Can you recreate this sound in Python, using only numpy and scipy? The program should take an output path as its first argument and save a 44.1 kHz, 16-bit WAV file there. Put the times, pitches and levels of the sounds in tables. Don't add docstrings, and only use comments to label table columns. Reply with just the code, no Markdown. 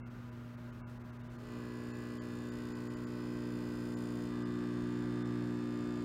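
import sys
import numpy as np
from scipy import signal
from scipy.fft import rfft, irfft, next_fast_len
from scipy.io import wavfile

SR = 44100
rng = np.random.default_rng(int(sys.argv[2]) if len(sys.argv) > 2 else 0)


def file_out(sig):
    cols = np.atleast_2d(sig).T
    lim = np.clip(cols, -1, 1)
    pcm = np.round(lim * 32767).astype(np.int16)
    wavfile.write(sys.argv[1], SR, pcm)


def voltage_ratio(level):
    return 10 ** (np.asarray(level, float) / 20)


N = 266441

MAINS_HZ = 59.964
ENGAGE_S, ENGAGE_RAMP_S = 1.38, 0.11


def seconds():
    return np.arange(N) / SR


def rms_one(x):
    return x / np.sqrt(np.mean(x ** 2) + 1e-20)


def rise(s, ramp, t=None):
    t = seconds() if t is None else t
    return np.clip((t - s) / ramp + .5, 0, 1)


def in_time(rows):
    s, db = np.transpose(rows)
    return np.interp(seconds(), s, db)


def at_hz(points, hz):
    point_hz, point_db = np.transpose(points)
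    return np.interp(np.log(hz), np.log(point_hz), point_db)


def drift(rate):
    r = np.exp(-2 * np.pi * rate * 40 / SR)
    slow = signal.lfilter([1], [1, -2 * r, r * r], rng.standard_normal(N // 40 + 2002))
    slow = slow[2000:]
    return np.interp(np.arange(N) / 40, np.arange(len(slow)), rms_one(slow))


def resonance(x, hz, width):
    r = np.exp(-np.pi * width / SR)
    poles = [1, -2 * r * np.cos(2 * np.pi * hz / SR), r * r]
    return signal.lfilter([(1 - r * r) / 2, 0, (r * r - 1) / 2], poles, x)


def coloured(spectrum):
    size = next_fast_len(N)
    hz = np.arange(1, size // 2 + 2) * SR / size
    white = rfft(rng.standard_normal(size))
    return rms_one(irfft(white * voltage_ratio(at_hz(spectrum, hz)), size)[:N])


def struck(force, modes):
    size = 2 * (next_fast_len(N) // 2)
    hz = np.arange(size // 2 + 1) * SR / size
    power = 0
    for mode_hz, width, db in modes:
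        power = power + voltage_ratio(db) ** 2 / (1 + (2 * (hz - mode_hz) / width) ** 2) ** 1.5
    cepstrum = irfft(np.log(power) / 2, size)
    cepstrum[1:size // 2] *= 2
    cepstrum[size // 2 + 1:] = 0
    return rms_one(irfft(rfft(force, size) * np.exp(rfft(cepstrum)), size)[:N])


# moment in seconds, change-over time in seconds.
STEPS = [
    (1.42, 0.2),
    (2.5, 0.091),
    (3.2, .08),
    (4.3, 0.087),
    (5.53, 0.055),
]


def step_shares():
    on = [rise(s, ramp) for s, ramp in STEPS] + [0]
    return np.array([this - following for this, following in zip(on, on[1:])])


# frequency in Hz, level in dB per Hz.
AIR = [(12, -72), (25, -20), (40, -5), (70, -6.5), (141, -6.5), (186, -9.5), (290, -13), (441, -17),
       (727, -22.5), (1420, -20.5), (2340, -29.5), (7000, -43.5), (10400, -49.5), (11500, -47.5),
       (15600, -46.5)]


def lab_air(shares):
    return voltage_ratio(-54 - 0.5 * (shares[0] + shares[1])) * coloured(AIR)


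# frequency in Hz, level in dB rms, width in Hz.
WHINES = [(349, -66.5, 4.3), (620.7, -69, 2.7), (991.5, -70.5, 3.3), (1242, -73.5, 2.3), (1402, -72, 5.7),
          (1504, -76.5, 4.0), (1597, -77.5, 5.5), (837, -76.5, 3.0), (1197, -75, 2.5), (603, -74, 1.6),
          (2638, -87, 8.0), (6476, -96, 2.6)]


def whines():
    out = 0
    for hz, db, width in WHINES:
        out = out + voltage_ratio(db) * rms_one(resonance(rng.standard_normal(N), hz, width))
    return out


TICK_S, TICK_DB, TICK_T60_S = .897, -66, .2
SQUEAK_HZ, SQUEAK_DB, SQUEAK_FROM_S = 11140, -85, 3.7


def small_parts():
    since = seconds() - TICK_S
    decay = (since > 0) * voltage_ratio(TICK_DB - 60 * np.abs(since) / TICK_T60_S)
    tick = resonance(rng.standard_normal(N), 5000, 6000) * decay
    on = np.clip(drift(3.6) + .3, 0, 1) * (seconds() > SQUEAK_FROM_S)
    squeak = rms_one(resonance(rng.standard_normal(N), SQUEAK_HZ, 60))
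    return tick + voltage_ratio(SQUEAK_DB) * on * squeak


# frequency in Hz, level in dB per Hz.
STRAIN = [(18, -51), (30, -14), (69, -19), (109, -12.5), (297, -13.5), (467, -18), (720, -23),
          (1180, -25.5), (1400, -29.5), (1950, -30.5), (2200, -34.5), (3550, -39.5), (5100, -42),
          (6000, -43), (9000, -52), (19800, -120)]
STRAIN_DB, STRAIN_FOLLOWS, STRAIN_LEAST_DB = -56, 0.79, -64
INRUSH_DB, INRUSH_S = 3.5, .2


def gear_strain(load_db):
    inrush_db = INRUSH_DB * (1 - rise(ENGAGE_S + INRUSH_S / 2, INRUSH_S))
    level_db = np.maximum(STRAIN_DB + STRAIN_FOLLOWS * load_db, STRAIN_LEAST_DB)
    return rise(1.26, .12) * voltage_ratio(level_db + inrush_db) * coloured(STRAIN)


# time in seconds, level in dB.
RATTLE = [
    (1.25, -88),
    (1.35, -79),
    (1.56, -73),
    (2.2, -70.5),
    (3.3, -71.5),
    (4.0, -68),
    (4.26, -68.5),
    (4.33, -72.5),
    (6.04, -73),
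]
# frequency in Hz, width in Hz, level in dB.
SHEET = [(5760, 660, -12), (6540, 250, -5.5), (7054, 245, 1.6), (7440, 320, -7), (8030, 260, -4.5),
         (8600, 240, -1.5), (9060, 170, -7.5)]
# frequency in Hz, width in Hz, level in dB.
SHEET_TOP = [(8410, 580, 4), (9840, 770, 1.5), (11040, 500, 1.5), (11600, 500, 1.5), (12500, 900, -6),
             (13400, 500, -8), (14800, 1200, -.1)]
# frequency in Hz, width in Hz, level in dB.
CASING = [(2550, 135, 1.5), (3070, 190, 1), (3600, 290, 0.5), (4190, 190, -2), (4630, 130, 1),
          (5000, 230, 3)]
# delay in cycles, level in dB.
TAPS = [(.12, 0), (.17, -1), (.23, -2), (.31, -4), (.41, -7), (.55, -8), (.64, -9), (.9, -11)]
TOP_LOOSE_DB, TOP_SEATED_DB = -4.5, -14.5
CASING_DB, CASING_FOLLOWS = -72, 0.28


def rattle(load_db, seated):
    taps = np.zeros(N + SR)
    cycles = np.arange(int(N / SR * MAINS_HZ) + 1)
    for late, tap_db in TAPS:
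        creep = .004 * drift(.7)[(cycles * SR / MAINS_HZ).astype(int)]
        at = (cycles + late + creep) * SR / MAINS_HZ
        size = voltage_ratio(tap_db + 1.5 * rng.standard_normal(len(cycles)))
        whole, part = at.astype(int), at % 1
        taps[whole] += size * (1 - part)
        taps[whole + 1] += size * part
    gate = 1 + 0.13 * np.cos(2 * np.pi * (MAINS_HZ * seconds() - .25))
    grit = .55 * gate * rng.standard_normal(N)
    force = rms_one(taps[:N]) + grit
    top_db = TOP_LOOSE_DB + (TOP_SEATED_DB - TOP_LOOSE_DB) * seated
    sheet = struck(force, SHEET) + voltage_ratio(top_db) * struck(force, SHEET_TOP)
    casing = voltage_ratio(CASING_DB + CASING_FOLLOWS * load_db) * rise(1.33, .2) * struck(force, CASING)
    return rise(1.25, .1) * (voltage_ratio(in_time(RATTLE) + 0.9) * sheet + casing)


# mains order, level in
# dB rms.
FRAME_ALWAYS = [(17, -68.5), (19, -68), (24, -80), (25, -71), (41, -74.5), (43, -76), (44, -83),
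                (45, -84.5), (49, -77), (52, -79), (57, -87.5), (59, -80.5), (61, -81.5), (65, -93),
                (66, -83), (67, -101), (69, -82), (72, -77.5), (73, -89), (74, -84), (76, -96), (81, -91),
                (83, -78), (85, -82.5)]
# mains order, level in dB rms, start in seconds, end in seconds.
FRAME_WHILE = [(15, -67.5, 2.5, 6.9), (18, -66, 1.42, 4.8), (19, -64, 4.3, 5.53), (20, -61, 4.3, 6.2),
               (21, -73, 6.1, 6.8), (22, -71, 2.5, 6.2), (25, -65.5, 2.45, 3.24), (26, -69, 1.42, 3.1),
               (26, -66, 3.2, 5.53), (27, -70, 4.3, 5.53), (28, -65, 1.6, 2.54), (28, -66, 4.3, 7),
               (29, -68.5, 1.3, 2.56), (29, -68, 4.3, 7.4), (31, -71, 2.5, 7.1), (32, -71.5, 2.5, 3.2),
               (33, -68.5, 1.3, 5.53), (36, -73.5, 4.9, 6.2), (40, -77, 1.3, 5.53), (59, -73.5, 4.3, 6.2),
               (60, -78, 2.3, 6.2), (77.5, -77.5, 1.4, 6.2), (78, -76.5, 1.3, 2.9), (84, -73.5, 2.5, 4.3),
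               (12, -70.5, 3.9, 6.2), (37, -82, 5.53, 6.2), (44, -78.5, 1.3, 2.7), (44, -77, 5.53, 6.2),
               (46, -78, 1.2, 2.7), (46, -79, 3.5, 6.2)]
SING_RAMP_S, OFF_TUNE_DB = 0.045, -11.5


def picked_orders(t, loaded):
    picked = {round(order): voltage_ratio(db) * loaded for order, db in FRAME_ALWAYS}
    for order, db, start, end in FRAME_WHILE:
        tuned = rise(start, SING_RAMP_S, t) - rise(end, SING_RAMP_S, t)
        level = voltage_ratio(db) * loaded * np.maximum(tuned, voltage_ratio(OFF_TUNE_DB))
        picked[round(order)] = np.maximum(picked.get(round(order), 0), level)
    return picked


# frequency in Hz, level in dB rms.
OTHER_ORDERS = [(600, -95), (750, -90.5), (1000, -81.5), (1500, -80), (2200, -88.5), (3000, -89),
                (4000, -88.5), (5300, -88.5)]


def frame_song(shares):
    out = np.zeros(N)
    chance = rng.normal(0, 1, (90, 6))
    turn = np.cumsum(0.266 * chance[:, 5] - .35)
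    step, start = 32, int(1.2 * SR)
    wavers = [voltage_ratio(1.2 * drift(5.5))[start::step] for _ in range(16)]
    t, slow_shares = seconds()[start:], shares[:, start::step]
    cycle = np.exp(2j * np.pi * (MAINS_HZ * t % 1)).astype(np.complex64)
    wave = cycle ** 10
    picked = picked_orders(t[::step], slow_shares.sum(axis=0))
    for order in range(11, 90):
        wave = wave * cycle
        level_db = at_hz(OTHER_ORDERS, order * MAINS_HZ) + 3.2 * chance[order, :5]
        level = picked.get(order, voltage_ratio(level_db) @ slow_shares)
        level = level * wavers[order % 16] * np.exp(2j * np.pi * turn[order])
        out[start:] += (wave * np.repeat(level.astype(np.complex64), step)[:N - start]).real
    return np.sqrt(2) * out


# mains order, idle level in dB, full-load level in dB, share of the torque swing (1
# follows it fully), change once seated in dB.
ORDERS_LOW = [(2, -50.5, -48.5, 1.1, -3.5), (3, -77, -48.5, 1, -1), (4, -51.7, -42.5, 0.5, 1),
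              (5, -79, -42, 1.01, 0.14), (6, -81, -47.5, 0.76, 1), (7, -84, -56.5, 0.07, -1.5),
              (8, -85, -57, 0.45, -8), (9, -86, -66.5, 0.26, 0.8), (10, -85, -63.5, .45, -5)]
# gain at the peak in dB, curvature of the swell.
BOOM = [(5.5, 1.4), (3, 0.066)]
BOOM_FROM_S, BOOM_PEAK_S, BOOM_RELEASE_S = 4, 5.45, 0.17
EVEN_LEAD, ODD_LEAD, ODD_LAG = -.85, -1.65, .011
PLATE_HZ, PLATE_WIDTH_HZ = 190, 200


def hum(load_db, seated):
    boom = np.interp(seconds(), [BOOM_FROM_S, BOOM_PEAK_S, BOOM_PEAK_S + BOOM_RELEASE_S], [0, 1, 0])
    engaged = rise(ENGAGE_S, ENGAGE_RAMP_S)
    out = 0
    for row, (boom_db, bend) in zip(ORDERS_LOW, BOOM + [(0, 1)] * 7):
        order, idle_db, full_db, share, seated_db = row
        order = round(order)
        hz = order * MAINS_HZ
        pull = engaged * voltage_ratio(full_db + share * load_db + seated_db * seated)
        level = np.hypot(voltage_ratio(idle_db), pull) * voltage_ratio(boom_db * boom ** bend)
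        if order % 2:
            lead = ODD_LEAD - 2 * np.pi * order * ODD_LAG
        else:
            lead = EVEN_LEAD - np.arctan2(PLATE_WIDTH_HZ * hz, PLATE_HZ ** 2 - hz ** 2)
        wave = np.cos(2 * np.pi * hz * seconds() + lead)
        out = out + np.sqrt(2) * level * voltage_ratio(0.36 * drift(7.1)) * wave
    return out


# time in seconds, level in dB.
LOAD = [(1.25, -75), (1.29, -80), (1.34, -65), (1.4, -63.5), (1.46, -60.5), (1.56, -52.5), (3.14, -47.5),
        (3.29, -45), (4.33, -45), (4.42, -43), (5.11, -42), (5.73, -43), (5.95, -42.5), (6.04, -42.5)]
FULL_LOAD_DB = -42
SEATED_STEP = 3


def scene():
    shares = step_shares()
    load_db = in_time(LOAD) - FULL_LOAD_DB
    seated = shares[SEATED_STEP:].sum(axis=0)
    background = lab_air(shares) + whines() + small_parts()
    load = gear_strain(load_db) + rattle(load_db, seated) + frame_song(shares) + hum(load_db, seated)
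    return (background + load)[None]


def roll_off(x):
    return signal.sosfilt(signal.butter(12, 15730, fs=SR, output="sos"), x)


# centre in seconds, empty time in seconds, edge in
# Hz, two spared bands in Hz (none if below the edge).
DROPOUTS = [(0.033, .043, 1680, 2150, 2700), (.094, 0, 2700, 0, 0), (.309, 0, 2720, 0, 0),
            (.565, 0, 2700, 0, 0), (.715, 0, 2170, 3000, 6502), (.841, 0.045, 1750, 2203, 2698),
            (.99, 0, 2000, 0, 0), (1.033, 0, 2600, 0, -1), (1.118, 0, 2250, 2750, 6152),
            (1.183, 0, 2700, 0, 0), (1.227, 0.00092, 2300, 2800, 3650), (1.288, 0.00098, 2270, 3000, 3606),
            (1.375, 0, 1950, 0, 4357), (1.929, 0, 2100, 2596, 4298), (2.198, 0.016, 2200, 3198, 4650),
            (2.507, 0, 2540, 3700, 4694), (2.739, 0, 2620, 4402, 4902), (2.889, 0, 2150, 0, 4700),
            (2.956, 0, 2200, 2998, 4700), (3.058, 0.0017, 2280, 0, 4800), (3.957, 0, 2100, 0, 7),
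            (4.445, 0, 2240, 2900, 4972), (5.238, 0.000096, 2200, 0, 3500)]
FADE_S = 1024 / 48000
LOUD_SHEET_HZ, LOOSE_FROM_S, LOOSE_TO_S = 7050, 1.6, 4.3


def record(dry):
    out, pad = dry.copy(), int(.1 * SR)
    for s, empty, edge_hz, *bands_hz in DROPOUTS:
        a, b = max(int(s * SR) - pad, 0), int(s * SR) + pad
        hz = np.arange((b - a) // 2 + 1) * SR / (b - a)
        lost = 1. * (hz > edge_hz)
        spared = [band for band in bands_hz if band > edge_hz]
        if LOOSE_FROM_S < s < LOOSE_TO_S:
            spared.append(LOUD_SHEET_HZ)
        for centre_hz in spared:
            half_width = 110 + 7e3 * empty * (s > 1)
            lost[np.abs(hz - centre_hz) < half_width] = -.7
        treble = irfft(rfft(dry[:, a:b]) * lost, b - a)
        away = np.clip((np.abs(np.arange(a, b) / SR - s) - empty / 2) / FADE_S, 0, 1)
        out[:, a:b] -= treble * (1 - np.sin(np.pi / 2 * away))
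    return roll_off(out)


dry = scene()
out = record(dry)
file_out(out)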